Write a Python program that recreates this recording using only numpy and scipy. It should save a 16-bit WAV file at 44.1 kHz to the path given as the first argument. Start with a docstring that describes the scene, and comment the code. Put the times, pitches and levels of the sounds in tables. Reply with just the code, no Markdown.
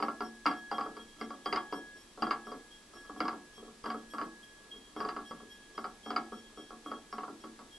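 """In a small timber workshop, a hand pushes a metal banding wheel (a turntable) round in short strokes.
At each push its head, the turning plate, rocks on its loose spindle and knocks a few times,
shaking the stand and the bench. Fingers sliding on the rim make the head sing faintly, like a bell.
The walls add a short echo. Under it all lie a low rumble, a soft hiss and a thin electrical whine."""
import sys
import numpy as np
from scipy import signal
from scipy.fft import rfft, irfft, next_fast_len
from scipy.io import wavfile
from scipy.ndimage import uniform_filter1d

SR = 44100
rng = np.random.default_rng(int(sys.argv[2]) if len(sys.argv) > 2 else 0)


def persist_wave(psi):
    """Save psi, clipped to +-1, as 16-bit WAV."""
    counts = np.round(np.clip(psi, -1, 1) * 32767).astype(np.int16)
    wavfile.write(sys.argv[1], SR, np.atleast_2d(counts).T)


N = 343098
T = np.arange(N) / SR

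# finger strokes on the rim, about four a second: (time [s], bright ring [dB], low hum [dB])
FINGER_STROKES = [(0.0, -68, -53.5), (0.192, -66, -54.5), (0.443, -52, -46.5), (0.705, -55.5, -53),
                  (0.962, -56, -62), (1.18, -60, -59.5), (1.441, -51, -49.5), (1.714, -58, -50.5),
                  (1.952, -66, -69), (2.196, -57, -51.5), (2.45, -61.5, -59), (2.7, -58, -66.5),
                  (2.93, -64, -54), (3.168, -58.5, -56), (3.521, -61, -66), (3.826, -58.5, -57.5),
                  (4.092, -63.5, -53.5), (4.419, -59.5, -59), (4.701, -52.5, -67), (4.955, -62, -54),
                  (5.243, -55.5, -57.5), (5.483, -60.5, -59), (5.739, -63, -63.5), (6.028, -53.5, -56),
                  (6.318, -56.5, -63.5), (6.56, -56.5, -63), (6.833, -56, -66.5), (7.089, -72, -64),
                  (7.39, -66, -64.5), (7.705, -60, -65.5)]
# how alike the wheel sounds on the left and right: (frequency [Hz], likeness [1 = the same])
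WHEEL_STEREO = [(200, 1), (1200, 0.95), (2500, 0.76), (5000, 0.88)]
SOFT_KNOCK_DB = -33.5   # the force that counts as a soft knock


def from_db(db):
    """Turn decibels into a number to multiply a sound by."""
    return 10 ** (np.asarray(db) / 20)


def rms_one(x):
    """Scale a signal so that its average size (rms) is 1."""
    return x / np.sqrt(np.mean(x ** 2) + 1e-20)


def at_hz(points, hz):
    """Read between the rows of a (frequency, value) table, with octaves evenly spaced."""
    freqs, values = np.transpose(points)
    return np.interp(np.log(np.maximum(hz, 1)), np.log(freqs), values)


def add(track, sound, time_s):
    """Mix a two-row sound into a track at the given time."""
    start = max(0, int(time_s * SR))
    track[:, start:start + sound.shape[1]] += sound[:, :max(0, N - start)]


def fade(t, t60):
    """A fade that falls by 60 dB every t60 seconds."""
    return np.exp(-np.log(1000) * t / t60)


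def drift(rate_hz):
    """A smooth random wobble of size about 1; a higher rate wobbles faster."""
    step = 20   # samples between random points
    size = next_fast_len(N // step + 2)
    hz = np.arange(size // 2 + 1) * SR / step / size
    slow = irfft(rfft(rng.standard_normal(size)) / (1 + (hz / rate_hz) ** 2), size)
    return np.interp(np.arange(N) / step, np.arange(size), rms_one(slow))


def noise(colour, likeness, size):
    """Stereo noise shaped by two tables: level and left-right likeness at each frequency."""
    hz = np.arange(size // 2 + 1) * SR / size
    common, side = rfft(rng.standard_normal((2, size)))
    alike = np.clip(at_hz(likeness, hz), -1, 1)
    pair = np.sqrt((1 + alike) / 2) * common + np.sqrt((1 - alike) / 2) * side * [[1], [-1]]
    return irfft(pair * from_db(at_hz(colour, hz)), size)


def tone(hz, waver_hz, flutter_db):
    """A pure stereo tone whose pitch and loudness wobble a little."""
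    phase = 2 * np.pi * np.cumsum(hz + waver_hz * drift(19.1)) / SR
    level = np.sqrt(2) * from_db(flutter_db * drift(18))
    stereo_shift = 0.36 * drift(0.54) * np.array([[1], [-1]])
    return level * np.sin(phase + stereo_shift)


def blow_colour(hardness_db, extra_thud_db, edge_db):
    """A harder blow is shorter, so it sounds brighter. Gives rows of (frequency [Hz], boost [dB])."""
    thud = 7 - 0.54 * hardness_db + extra_thud_db
    clack = -4 + 0.55 * hardness_db + edge_db
    ping = -5 + 0.4931 * hardness_db + edge_db
    return [(450, thud), (800, 0), (1400, 0), (2000, clack), (3000, clack), (4600, ping)]


def body_ring(blow, t, scatter_db=4.0, build_cycles=0.66):
    """A blow makes the stand, head and bench ring at their own natural notes."""
    # the natural notes: (frequency [Hz], level [dB], time to fade by 60 dB [s])
    body_notes = [(227.1, -27, 0.56), (292.5, -26.5, 0.2), (349.8, -25.5, 0.36), (439.2, -11.5, 0.21),
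                  (561, -25, 0.24), (730.6, -8, 0.15), (795.6, -12.5, 0.19), (959.5, -6, 0.057),
                  (1118.2, -0.5, 0.13), (1152, -5.5, 0.13), (1215.7, -7.5, 0.17), (1300.3, 0.5, 0.09),
                  (1362.6, -7.5, 0.15), (1645, -15, 0.13), (2104, -11.5, 0.048), (2220, -13.5, 0.036),
                  (2786, -15.5, 0.041), (3050, -14, 0.03), (4770, -9, 0.059), (4907, -10, 0.024)]
    hz, note_db, t60 = np.transpose(body_notes)
    cycles = hz[:, None] * t
    # the heavy bench takes a few cycles to get moving, so low notes start later
    build_up = 1 - np.exp(-cycles / build_cycles)
    swing = np.exp(2j * np.pi * cycles) * fade(t, t60[:, None]) * build_up
    # the point of contact moves round the spindle, so each knock shares its energy out differently
    strength = from_db(note_db + scatter_db * rng.standard_normal(len(hz)))
    strength *= np.linalg.norm(from_db(note_db)) / np.linalg.norm(strength)
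    strength *= from_db(at_hz(blow, hz))
    stereo_shift = np.arccos(np.clip(at_hz(WHEEL_STEREO, hz), 0, 1)) / 2
    phase = rng.uniform(0, 2 * np.pi, len(hz))
    phase = phase + stereo_shift * rng.standard_normal(len(hz)) * [[1], [-1]]
    return ((strength * np.exp(1j * phase)) @ swing).imag   # add up the notes for each ear


def clatter(blow, t, rise_s=0.00037, t60=0.091, bounce_s=0.006, bounce_db=-4):
    """Loose parts clatter in a short burst of noise and bounce once."""
    # tone colour of the loose parts: (frequency [Hz], level [dB])
    parts_colour = [(45, -45), (115, -34), (205, 0.5), (300, 4.5), (430, 4), (600, 5), (850, 6.5),
                    (1150, 8.5), (1550, 2.5), (2200, -7), (3000, -12.5), (3700, -17), (4400, -9.5),
                    (4850, -12), (5600, -26), (11000, -34)]
    colour = [(hz, db + at_hz(blow, hz)) for hz, db in parts_colour]
    gap_s = bounce_s * rng.uniform(0.25, 2.05)
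    hit, bounce = (np.clip(age / rise_s, 0, 1) * fade(np.abs(age), t60) for age in (t, t - gap_s))
    return noise(colour, WHEEL_STEREO, len(t)) * np.hypot(hit, from_db(bounce_db) * bounce)


def knock(blow, ring_db=-7, clatter_db=-6):
    """One knock is a ring and a clatter together."""
    t = np.arange(SR // 3) / SR
    return from_db(ring_db) * body_ring(blow, t) + from_db(clatter_db) * clatter(blow, t)


def rocking_head(rebound_s=0.018, dull_db=-8, dull_above_hz=1700):
    """The head strikes its spindle, then rocks back with a weaker, duller second touch."""
    # knocks on the spindle: (time [s], force [dB], extra bench thud [dB], extra metal edge [dB])
    spindle_knocks = [(0.001, -31.5, 2.5, 3), (0.025, -22.5, 2, -2), (0.083, -27, -2, -4.5),
                      (0.206, -27.5, 2.5, -1), (0.457, -18.5, -4, -12), (0.463, -18, 4, 1),
                      (0.512, -29.5, -12, 5), (0.714, -25.5, -1, -3), (0.782, -25.5, -4, -5),
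                      (0.809, -30, -8, 3), (0.861, -32.5, 1, -6), (0.967, -38.5, -2, 5),
                      (1.212, -32.5, 3.5, 7), (1.305, -34, -2, -2), (1.459, -27, 4, 1.5),
                      (1.526, -22.5, 5, 3.5), (1.56, -21, -10, -1.5), (1.725, -28.5, 2.5, -3),
                      (2.175, -42, 0, -4), (2.222, -21, 1.5, -3), (2.268, -31.5, -1.5, 0),
                      (2.308, -20.5, -4.5, 0.5), (2.469, -36.5, 1.5, -6), (2.517, -34.5, 1, -1),
                      (2.935, -46, -6.5, 2), (3.095, -37, -2.5, -15), (3.163, -43, 2, 0),
                      (3.204, -22.5, 3.5, -2), (3.253, -28.5, -2.5, -3), (3.281, -26, -11, 5),
                      (3.329, -35.5, -0.5, 0), (3.577, -50, -0.5, 0), (3.627, -50.5, 0.5, 0),
                      (3.679, -49.5, -5, 6), (3.84, -33, 2.5, 0), (3.858, -30, -1.5, 3.5),
                      (3.902, -29, -1.5, 1.5), (3.945, -32, 0.5, -12), (4.136, -31, -2.5, -3),
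                      (4.183, -28, -6, 0.5), (4.214, -29.5, 1.5, 2.5), (4.736, -53, -0.5, 0),
                      (4.963, -34, -0.5, -1), (5.003, -25.5, -1, -2.5), (5.049, -29.5, 1, 0),
                      (5.088, -29, -8, 6), (5.164, -29, -1.5, -2), (5.31, -35.5, 2, 1), (5.401, -48, 1, -7),
                      (5.778, -28.5, -1, -1), (5.842, -27.5, -3.5, -1.5), (6.061, -36, 2, 0),
                      (6.105, -28, 0, 2.5), (6.162, -20, -1, -2), (6.321, -36, 0.5, -6),
                      (6.574, -42.5, 1, -3), (6.706, -39, -3, -4), (6.86, -36.5, 3, -3),
                      (6.915, -29.5, 0.5, -4), (7.127, -32.5, -5, 2.5), (7.182, -29.5, -3, -2),
                      (7.233, -33.5, -4, -0.5), (7.28, -36, 0.5, -6), (7.439, -41.5, 2, 11),
                      (7.59, -42, -4, 9)]
    track = np.zeros((2, N))
    for time_s, force_db, extra_thud_db, edge_db in spindle_knocks:
        hardness_db = force_db - SOFT_KNOCK_DB
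        blow = blow_colour(hardness_db, extra_thud_db, edge_db)
        add(track, from_db(force_db) * knock(blow), time_s)
        dull_blow = [(hz, db + dull_db * (hz > dull_above_hz)) for hz, db in blow]
        # the rebound counts for more after a soft knock, which becomes a loose rattle
        rebound_db = force_db - 8 - 0.184 * hardness_db
        add(track, from_db(rebound_db) * knock(dull_blow), time_s + rebound_s * rng.uniform(0.5, 1.5))
    return track


def low_hum(hz, lag_s=0.021, settle_s=0.016, t60=2.9):
    """The head's lowest note is heavy: each stroke eases it to a new level, then it slowly fades."""
    level = np.zeros(N)
    for time_s, _, hum_db in FINGER_STROKES:
        start = int((time_s + lag_s) * SR)
        level[start:] = from_db(hum_db) * fade(T[:N - start], t60)
    smoothing = np.exp(-1 / (settle_s * SR))
    eased_level = signal.lfilter([1 - smoothing], [1, -smoothing], level)
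    return eased_level * tone(hz, waver_hz=1.93, flutter_db=1.0)


def singing_head(swell_s=0.022, touch_s=0.058, t60=0.6, beat_hz=9.8, twin_db=-9, scratch=0.39):
    """Rubbing fingers make the head's bell notes swell; they ring on when the fingers leave."""
    # the head's bell notes, lowest first: (frequency [Hz])
    bell_notes = [1670, 3258, 5464, 8150, 9520, 11290]
    hum_hz, ring_hz, *high_hz = bell_notes
    t = np.arange(SR // 2) / SR
    since_release = np.maximum(t - touch_s, 0)
    swell = np.minimum(t / swell_s, 1) * fade(since_release, t60)
    # the head is not quite round: a note has a close twin, so it pulses as it fades
    twin = from_db(twin_db)
    pulsing = np.abs(1 + twin * np.exp(2j * np.pi * beat_hz * since_release)) / (1 + twin)
    levels, rubbing = np.zeros((2, N)), np.zeros(N)
    for time_s, ring_db, hum_db in FINGER_STROKES:
        high_db = -63 + 0.41 * (hum_db + 54.5)   # the high notes partly follow the hum's level
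        add(levels, from_db([[ring_db], [high_db]]) * swell * pulsing, time_s)
        rubbing += np.exp(-np.minimum((2 * (T - time_s) / touch_s) ** 2, 20))
    ring_level, high_level = levels
    grip = 1 + scratch * rubbing * drift(150)   # skin sticks and slips as the stroke begins
    hum = low_hum(hum_hz)
    ring = ring_level * tone(ring_hz, waver_hz=7.46, flutter_db=3.5)
    shimmer = sum(from_db(db) * tone(hz, waver_hz=8.07, flutter_db=4.0)
                  for hz, db in zip(high_hz, (-3, -12, -18, -15)))
    return hum + grip * (ring + high_level * shimmer)


def background_noise(level_db=-58.5):
    """A steady low rumble and soft hiss, slightly stronger near 300 Hz, with faint noisy bands near the head's
    bell notes at 1700 and 3300 Hz."""
    # tone colour of the background: (frequency [Hz], level [dB])
    background_colour = [(12, -31), (20, 4), (110, -11.5), (219, -4.5), (344, -4), (651, -11.5),
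                         (1230, -11), (1570, -16.5), (1700, -12.5), (1890, -14.5), (3040, -15.5),
                         (3300, -14), (3570, -14), (7930, -17.5), (11500, -21.5), (15000, -124),
                         (22000, -120)]
    # how alike it sounds on the left and right: (frequency [Hz], likeness [1 = the same])
    background_stereo = [(30, 0.96), (300, 0.86), (1200, 0.35), (3500, 0.37), (7000, 0), (11000, 0.14)]
    rumble_and_hiss = noise(background_colour, background_stereo, next_fast_len(N))[:, :N]
    return from_db(level_db) * rms_one(rumble_and_hiss)


def electrical_whine(hz=7800, level_db=-79):
    """A thin, high electrical tone that never stops."""
    return from_db(level_db) * tone(hz, waver_hz=2.3, flutter_db=-0.5)


def wall_echoes(sound, boost_db=1.5, first_echo_s=0.00822):
    """The timber walls throw back a blur of echoes; the low ones last longest."""
    # tone colour of the echoes: (frequency [Hz], level [dB])
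    echo_colour = [(60, -9), (190, 4), (310, 6.5), (500, -6.5), (750, -7.5), (1200, -9.5), (2500, -10),
                   (11000, -18)]
    # how long they last: (frequency [Hz], time to fade by 60 dB [s])
    echo_fades = [(150, 0.39), (350, 0.34), (700, 0.32), (1200, 0.2), (5000, 0.24)]
    size = SR * 3 // 4
    t, hz = np.arange(size) / SR, np.arange(size // 2 + 1) * SR / size
    echo_noise = rfft(noise(echo_colour, WHEEL_STEREO, size))
    band_hz, band_t60 = np.transpose(echo_fades)
    spectrum = 0
    for share, t60 in zip(np.eye(len(band_hz)), band_t60):   # each band fades at its own speed
        band = irfft(echo_noise * at_hz(list(zip(band_hz, share)), hz), size)
        spectrum = spectrum + rfft(band * fade(t, t60) * (t > first_echo_s))
    # even out the echo's spectrum so no single note rings out
    power = np.mean(np.abs(spectrum) ** 2, axis=0)
    evened = spectrum / np.sqrt(uniform_filter1d(power, size=15))
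    echo_tail = irfft(evened * from_db(boost_db + at_hz(echo_colour, hz)), size)
    return signal.fftconvolve(sound, echo_tail, axes=1)[:, :N]


def scene():
    """The knocks, their echoes and the singing head over the quiet background."""
    knocks = rocking_head()
    background = background_noise() + electrical_whine()
    return knocks + wall_echoes(knocks) + singing_head() + background


def record(dry):
    """A steep filter cuts away the highest treble."""
    cutoff_hz = 11500
    return signal.sosfilt(signal.ellip(10, 0.2, 80, cutoff_hz, fs=SR, output="sos"), dry)


dry = scene()
out = record(dry)
persist_wave(out)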